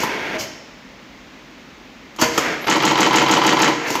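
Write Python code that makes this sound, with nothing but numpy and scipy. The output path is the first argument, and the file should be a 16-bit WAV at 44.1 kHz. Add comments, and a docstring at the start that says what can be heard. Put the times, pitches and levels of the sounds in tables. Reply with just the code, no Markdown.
"""A cable crimping machine idles in a workshop, its fan and low hum running throughout.
First the carriage rattles out along its rail and stops with a puff of air and a long thin ring.
After a pause an air cylinder slams, a clamp shuts and the carriage brings the cable in with a squeak.
The press then makes seven quick, nearly identical strokes, each a fixed sequence of steel clicks,
clanks and knocks over gear noise. Last, the carriage runs out again with a puff and two clunks."""
import sys
import numpy as np
from scipy import signal
from scipy.fft import rfft, irfft
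from scipy.io import wavfile
from scipy.ndimage import uniform_filter1d

SR = 44100
rng = np.random.default_rng(int(sys.argv[2]) if len(sys.argv) > 2 else 0)


def file_out(sig):
    """Save sig as 16-bit WAV at sys.argv[1]."""
    # one column per channel
    cols = np.atleast_2d(sig).T
    # limit, then scale
    lim = np.clip(cols, -1, 1)
    pcm = np.round(lim * 32767).astype(np.int16)
    wavfile.write(sys.argv[1], SR, pcm)


N = 176400
T = np.arange(N) / SR
HIT_T = T[:SR * 3 // 4]  # time axis of one hit

# the die closes, once a stroke (t/s, level/dB)
STROKES = [(2.6981, -1), (2.8510, -1), (3.0043, 0), (3.1577, 0), (3.3112, 0), (3.4647, 0), (3.6180, 0)]
# hits in a stroke, timed from the die closing (t/s, tick/dB, click/dB, clank/dB, knock/dB, thud/dB)
STROKE_HITS = [(-.049, -60, -38, -17, -32, -20), (-.042, -60, -45, -36, -12, -29),
               (-.0278, -34, -43, -18.5, -20, -22.5), (-.017, -45, -49, -14, -33, -29),
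               (-.0095, -60, -45, -21, -17, -25.5), (-.006, -70, -57, -33, -36, -17.5),
               (0, -31.5, -18, -20.5, -30, -30), (.013, -54, -38, -12, -16, -19.5),
               (.026, -50, -23.5, -12.5, -22, -20.5), (.039, -52, -29, -18.5, -32, -28),
               (.051, -55, -41, -18.5, -29, -16), (.0595, -45, -32, -13.5, -43, -25.5),
               (.066, -36, -45, -26.5, -11, -18), (.079, -60, -53, -30, -28, -20)]
# tone of the gears (f/Hz, level/dB)
GEAR_EQ = [(40, -24), (100, -25), (140, -1), (320, -4.5), (420, -9.5), (550, -9.5), (900, 2.5), (1350, -23),
           (1600, -11.5), (2100, -3.5), (3000, -30), (4000, -11.5), (6600, -28), (8700, -53), (12000, -37),
           (15500, -52)]
# gear envelope, timed from the die closing (t/s, level/dB)
GEAR_ENVELOPE = [(-.035, -22), (0, -23.5), (.03, -22.5), (.07, -23.5), (.118, -26)]
# how much of a stroke repeats exactly (f/Hz, share of power)
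REPEAT_SHARE = [(800, 0.9), (2000, 0.64), (4500, 0.34), (12000, 0.38)]
# ring of the press column (f/Hz, level/dB, t60/s)
COLUMN_MODES = [(156, -36, .6), (186, -34, .5), (326, -28, .4), (469, -22.5, .6), (735, -28, .4),
                (802, -28, .3), (880, -17, .33), (972, -25, .35), (1010, -26, .4), (1246, -32, .4),
                (1336, -27, .4), (1995, -33, .4)]
def press():
    """Each turn of the crank plays the same hits and gears and rings the column; treble varies most."""
    preroll_s, column_lead_s = 0.05, 0.02  # ahead of the die closing
    clutch_s = 2.666
    def stroke_spectrum(play_s):
        stroke = rattle(GEAR_EQ, size=SR) * envelope(GEAR_ENVELOPE, T[:SR] - preroll_s)
        for s, *levels in STROKE_HITS:
            slop = play_s * rng.standard_normal()  # play in the linkage loosens the timing
            add(stroke, preroll_s + s + slop, steel_hit(*levels, rise_s=0.00048))
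        return rfft(stroke)
    repeated = stroke_spectrum(play_s=0)
    share = read(REPEAT_SHARE, np.fft.rfftfreq(SR, 1 / SR))
    column = attack(HIT_T, rise_s=0.008) * ring(COLUMN_MODES)
    out = np.zeros(N)
    for s, db in STROKES:
        fresh = stroke_spectrum(play_s=0.0004)
        blend = irfft(np.sqrt(share) * repeated + np.sqrt(1 - share) * fresh, SR)
        add(out, s - preroll_s, amp(db) * blend)
        add(out, s - column_lead_s, amp(db) * column)
    return out * attack(T - clutch_s, rise_s=0.0023)  # silent until the clutch engages


# treble snap of contact (f/Hz, level/dB)
TICK_EQ = [(3000, -21), (7000, 5), (8800, -6), (10500, -3), (12500, 3), (15300, -4.5)]
# bright steel click (f/Hz, level/dB)
CLICK_EQ = [(500, -45), (2500, -18.5), (4500, -2.5), (5800, 0.5), (6800, 4), (7700, -3), (8800, -21),
            (10500, -18.5), (13000, -25), (15500, -32)]
# midrange clank of the linkage (f/Hz, level/dB)
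CLANK_EQ = [(100, -35), (300, -15.5), (550, -5.5), (750, -5.5), (1250, 2), (1650, -6), (2100, -1.5),
            (2600, -6.5), (3000, -1), (3600, -9.5), (6500, -16.5), (8800, -52), (15000, -73)]
# low thud of the cabinet (f/Hz, level/dB)
THUD_EQ = [(30, -45), (70, -15), (105, -38.5), (140, -6.5), (230, -3), (320, 6), (390, -3), (600, -13.5),
           (1200, -33), (5000, -66)]
# ping of the die and cylinder rods (f/Hz, level/dB, t60/s)
STEEL_MODES = [(3160, -18.5, 0.31), (4430, -19, 0.45), (6550, -24, 0.45), (6730, -8, 0.21),
               (6870, -18.5, 0.11)]
# knock of the frame (f/Hz, level/dB, t60/s)
FRAME_MODES = [(783, -14, 0.078), (884, -7.5, .11), (946, 0, 0.058), (1003, -9.5, 0.13), (1324, -18, 0.14)]
def steel_hit(tick_db, click_db, clank_db, knock_db, thud_db, rise_s):
    """Steel meets steel: a bright transient on top, frame and cabinet swelling just behind it."""
    after_ring = amp(-14.5) * np.exp(-HIT_T / 0.041)
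    def burst(eq, decay_s):
        noise = colour(rng.standard_normal(len(HIT_T)), eq, ripple_db=1.5)
        return noise * (np.exp(-HIT_T / decay_s) + after_ring)
    tick = amp(tick_db) * burst(TICK_EQ, decay_s=0.0071)
    click = amp(click_db) * (burst(CLICK_EQ, decay_s=0.0079) + ring(STEEL_MODES))
    clank = amp(clank_db) * burst(CLANK_EQ, decay_s=0.0064)
    knock = amp(knock_db) * ring(FRAME_MODES)
    thud = amp(thud_db) * burst(THUD_EQ, decay_s=0.0094)
    body = attack(HIT_T, rise_s=0.0027) * (knock + thud)
    return attack(HIT_T, rise_s) * (tick + click + clank + body)


# cylinder, clamp and carriage hits (t/s, rise/s, tick/dB, click/dB, clank/dB, knock/dB, thud/dB)
SINGLE_HITS = [(.002, 0.0034, -38, -31, -26, -25, -23), (0.0334, 0.0016, -29.5, -36, -22.5, -9.5, -19),
               (.137, 0.0016, -60, -55, -33, -46, -36), (.348, 0.0053, -52, -58, -31, -29, -24),
               (2.162, .001, -47, -45, -41, -53, -60), (2.184, 0.014, -52, -43, -16, -13, -22),
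               (2.213, 0.0025, -21, -17.5, -14.5, -31, -27), (2.221, 0.0025, -34, -22, -16, -6, -12.5),
               (2.3761, 0.003, -23.5, -18.5, -11, -18, -15), (2.642, 0.0015, -67, -50, -28, -44, -30),
               (3.903, 0.001, -31.5, -24, -25.5, -20, -18), (3.953, 0.0014, -29, -36, -20.5, -10, -22.5)]
# clang of the air cylinder (f/Hz, level/dB, t60/s)
CYLINDER_MODES = [(323, -24, .25), (473, -18, 0.27), (633.6, -17.5, 0.18), (972, -24, 0.25),
                  (1443, -21, 0.23), (1730, -21, 0.13), (3009, -42, .25), (4600, -20.5, 0.13),
                  (5120, -22, .18), (5600, -32, .2), (6200, -26, 0.14), (6360, -35, .19), (6751, -32, .17)]
# clang of the clamp (f/Hz, level/dB, t60/s)
CLAMP_MODES = [(424, -19, 0.19), (466.5, -19, 0.25), (556, -17, 0.14), (1060, -15, .13), (1182, -16.5, .12),
               (1270, -21, 0.13), (1420, -22, 0.077), (3200, -25, 0.081), (5170, -28, .2), (5480, -33, .25)]
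# dull ring of the buffer that brakes the carriage (f/Hz, level/dB, t60/s)
BUFFER_MODES = [(351, -27, 0.28), (573, -28.5, .3), (630, -25.5, 0.31), (1820, -34, .2)]
# bright ring of the rail's end stop (f/Hz, level/dB, t60/s)
END_STOP_MODES = [(2240, -34, .13), (3020, -26, .15), (4250, -36, .2), (7150, -40, .3)]
# long thin tail of the rail (f/Hz, level/dB, t60/s)
RAIL_MODES = [(5330, -48, 1.7), (5420, -49, 1.5)]
def clunks():
    """Cylinder, clamp and carriage reach their stops and ring."""
    cylinder_s, clamp_s, buffer_s, end_stop_s = 2.214, 2.3765, 0.342, 0.393
    out = np.zeros(N)
    for s, rise_s, *levels in SINGLE_HITS:
        add(out, s, steel_hit(*levels, rise_s=rise_s))
    add(out, cylinder_s, bolted_ring(CYLINDER_MODES, rise_s=0.0071))
    add(out, clamp_s, bolted_ring(CLAMP_MODES, rise_s=0.002))
    add(out, buffer_s, bolted_ring(BUFFER_MODES, rise_s=0.015))
    add(out, end_stop_s, bolted_ring(END_STOP_MODES, rise_s=0.018))
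    add(out, end_stop_s, ring(RAIL_MODES))
    return out


def bolted_ring(modes, rise_s, voices=5, detune=0.011):
    """Bolted parts split each mode into several close ones that beat."""
    split = [(hz * (1 + detune * rng.uniform(-1.02, 1)), db, t60)
             for hz, db, t60 in modes for _ in range(voices)]
    beating = sum(rng.choice([-1, 1]) * ring([mode]) for mode in split)
    return attack(HIT_T, rise_s) * beating / np.sqrt(voices)


# one envelope for each run of the carriage (t/s, level/dB)
CARRIAGE_RUNS = [
    [(0, -25), (.08, -26.5), (.12, -26.5), (.21, -27.5), (.33, -26.5), (.37, -26.5), (.4, -47)],
    [(2.23, -20), (2.3, -31.5), (2.38, -29), (2.44, -22.5), (2.53, -24), (2.57, -32), (2.66, -33.5)],
    [(3.69, -33), (3.77, -34.5), (3.86, -24.5), (3.94, -28), (4, -27.5)],
]
# tone of the carriage rolling (f/Hz, level/dB)
CARRIAGE_EQ = [(40, -22), (100, -19.5), (170, -8.5), (260, -5.5), (400, -2), (550, -3), (700, -5.5),
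               (1400, -9), (1800, -4), (2250, -5), (3000, -12.5), (3600, -18), (5000, -22.5), (6700, -27.5),
               (8700, -45.5), (13000, -39), (15500, -46)]
# thin squeaks of the slide (t/s, length/s, level/dB)
SQUEAKS = [(2.607, 0.086, -44.5), (3.701, 0.13, -64)]
def carriage():
    """The carriage rattles along its rail and squeaks thinly at the press."""
    rolling = rattle(CARRIAGE_EQ, size=N) * sum(envelope(run, T) for run in CARRIAGE_RUNS)
    squeak_swell = sum(amp(db) * np.sin(np.pi * attack(T - s, length) ** 0.75)
                       for s, length, db in SQUEAKS)
    return rolling + squeak_swell * narrow_noise(hz=11700, width_hz=110)


def rattle(eq, size, impacts_per_s=900, decay_s=0.0015):
    """Dense small impacts of rolling parts over their rubbing noise."""
    impacts = 1. * (rng.random(size) < impacts_per_s / SR)
    decays = signal.lfilter([1], [1, -np.exp(-1 / (decay_s * SR))], impacts)
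    ticks = decays * rng.standard_normal(size)
    rubbing = rng.standard_normal(size)
    return colour(rubbing + amp(-5) * unit(ticks), eq, ripple_db=2.5)


# puffs from the valves (t/s, rise/s, hold/s, decay/s, level/dB)
PUFFS = [(0, 0.0021, 0.037, 0.02, -28), (0.38, 0.018, 0.021, 0.03, -27),
         (2.186, 0.027, 0.029, 0.035, -23.5), (2.328, 0.023, 0.057, 0.035, -34),
         (3.86, 0.018, .075, 0.035, -30.5)]
# hiss of the exhaust (f/Hz, level/dB)
EXHAUST_EQ = [(500, 4), (2000, -4), (3000, 3), (3600, -5.5), (4700, 3), (6500, 3), (7600, -6), (8800, -22),
              (10500, -16), (12700, -9), (15500, -17)]
def air_valves():
    """Valves vent through a resonant exhaust."""
    flow = np.zeros(N)
    for s, rise, hold, decay, db in PUFFS:
        release = np.exp(-np.maximum(T - s - rise - hold, 0) / decay)
        flow += amp(db) * attack(T - s, rise) * release
    return flow * colour(rng.standard_normal(N), EXHAUST_EQ)


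# tone of the fan (f/Hz, level/dB)
FAN_EQ = [(15, -42), (25, -24), (53, -5), (99, -15.5), (144, -5.5), (173, -10), (193, -6.5), (253, -2.5),
          (297, -9.5), (331, -7), (457, -10.5), (552, -9), (741, -13), (804, -11), (1530, -13.5),
          (2060, -11), (6730, -26), (9050, -47.5), (15500, -39)]
# bands of the hum (f/Hz, width/Hz, level/dB)
HUM_BANDS = [(264, 18, -53), (215, 42, -53.5), (316, 22, -58.5), (48, 9.1, -66)]
def idle():
    """The bed: fan noise and a low, unsteady hum."""
    fan = amp(-43) * colour(rng.standard_normal(N), FAN_EQ, ripple_db=-0.1)
    hum = sum(amp(db) * narrow_noise(hz, width) for hz, width, db in HUM_BANDS)
    return fan + hum


# reverb time of the workshop (f/Hz, t60/s)
ROOM_DECAY = [(100, 1), (500, 1), (2500, 0.85), (6000, 0.84), (14000, 0.33)]
def room(x, predelay_s=0.006):
    """The workshop's tail, each band dying at its own speed."""
    noise = rng.standard_normal(SR) * (T[:SR] > predelay_s)
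    hz, t, bands = signal.stft(noise, SR, nperseg=256)
    fade = amp(-60 * t / read(ROOM_DECAY, hz)[:, None])
    _, tail = signal.istft(bands * fade, SR, nperseg=256)
    return signal.fftconvolve(x, tail / np.linalg.norm(tail))[:N]


def ring(modes):
    """Dying modes, struck from rest."""
    return sum(amp(db - 60 * HIT_T / t60) * np.sin(2 * np.pi * hz * HIT_T) for hz, db, t60 in modes)


def colour(x, eq, ripple_db=0):
    """EQs x, with narrow random resonances if asked, and scales it to rms 1."""
    hz = np.fft.rfftfreq(len(x), 1 / SR)
    ripple = np.interp(hz, np.linspace(0, SR / 2, 400), rng.standard_normal(400))
    return unit(irfft(rfft(x) * amp(read(eq, hz) + ripple_db * ripple), len(x)))


def narrow_noise(hz, width_hz):
    """Noise in one narrow resonance."""
    offset_hz = np.fft.rfftfreq(N, 1 / SR) - hz
    return unit(irfft(rfft(rng.standard_normal(N)) / (1 + (offset_hz / width_hz) ** 2), N))


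def envelope(points, t):
    """Smoothed gain from a dB curve, silent outside it."""
    s, db = np.transpose(points)
    gate = (t >= s[0]) & (t <= s[-1])
    return uniform_filter1d(amp(np.interp(t, s, db)) * gate, size=300)


def attack(t, rise_s):
    """Linear ramp from 0 to 1, starting at t = 0."""
    return np.clip(t / rise_s, 0, 1)


def read(points, hz):
    """Reads a table on a log-frequency axis."""
    f, value = np.transpose(points)
    return np.interp(np.log(hz + 1), np.log(f + 1), value)


def add(mix, s, sound):
    """Mixes a sound in at s seconds."""
    part = mix[max(round(s * SR), 0):][:len(sound)]
    part += sound[:len(part)]


def amp(db):
    """Decibels to gain."""
    return 10 ** (np.asarray(db) / 20)


def unit(x):
    """Scales to rms 1."""
    return x / np.sqrt(np.mean(x ** 2) + 1e-20)


def scene():
    """The machine in its room, in mono; its deep bass is thinned below about 76 Hz."""
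    low_cut = signal.butter(2, 76, "highpass", fs=SR, output="sos")
    machine = signal.sosfilt(low_cut, press() + clunks() + carriage() + air_valves())
    return (machine + amp(-7.5) * room(machine) + idle())[None]


def record(dry):
    """Clips at full scale, then cuts the top end."""
    high_cut = signal.firwin(511, 15600, window=("kaiser", 9), fs=SR)
    return signal.oaconvolve(np.clip(dry, -1, 1), high_cut[None], "same")


dry = scene()
out = record(dry)
file_out(out)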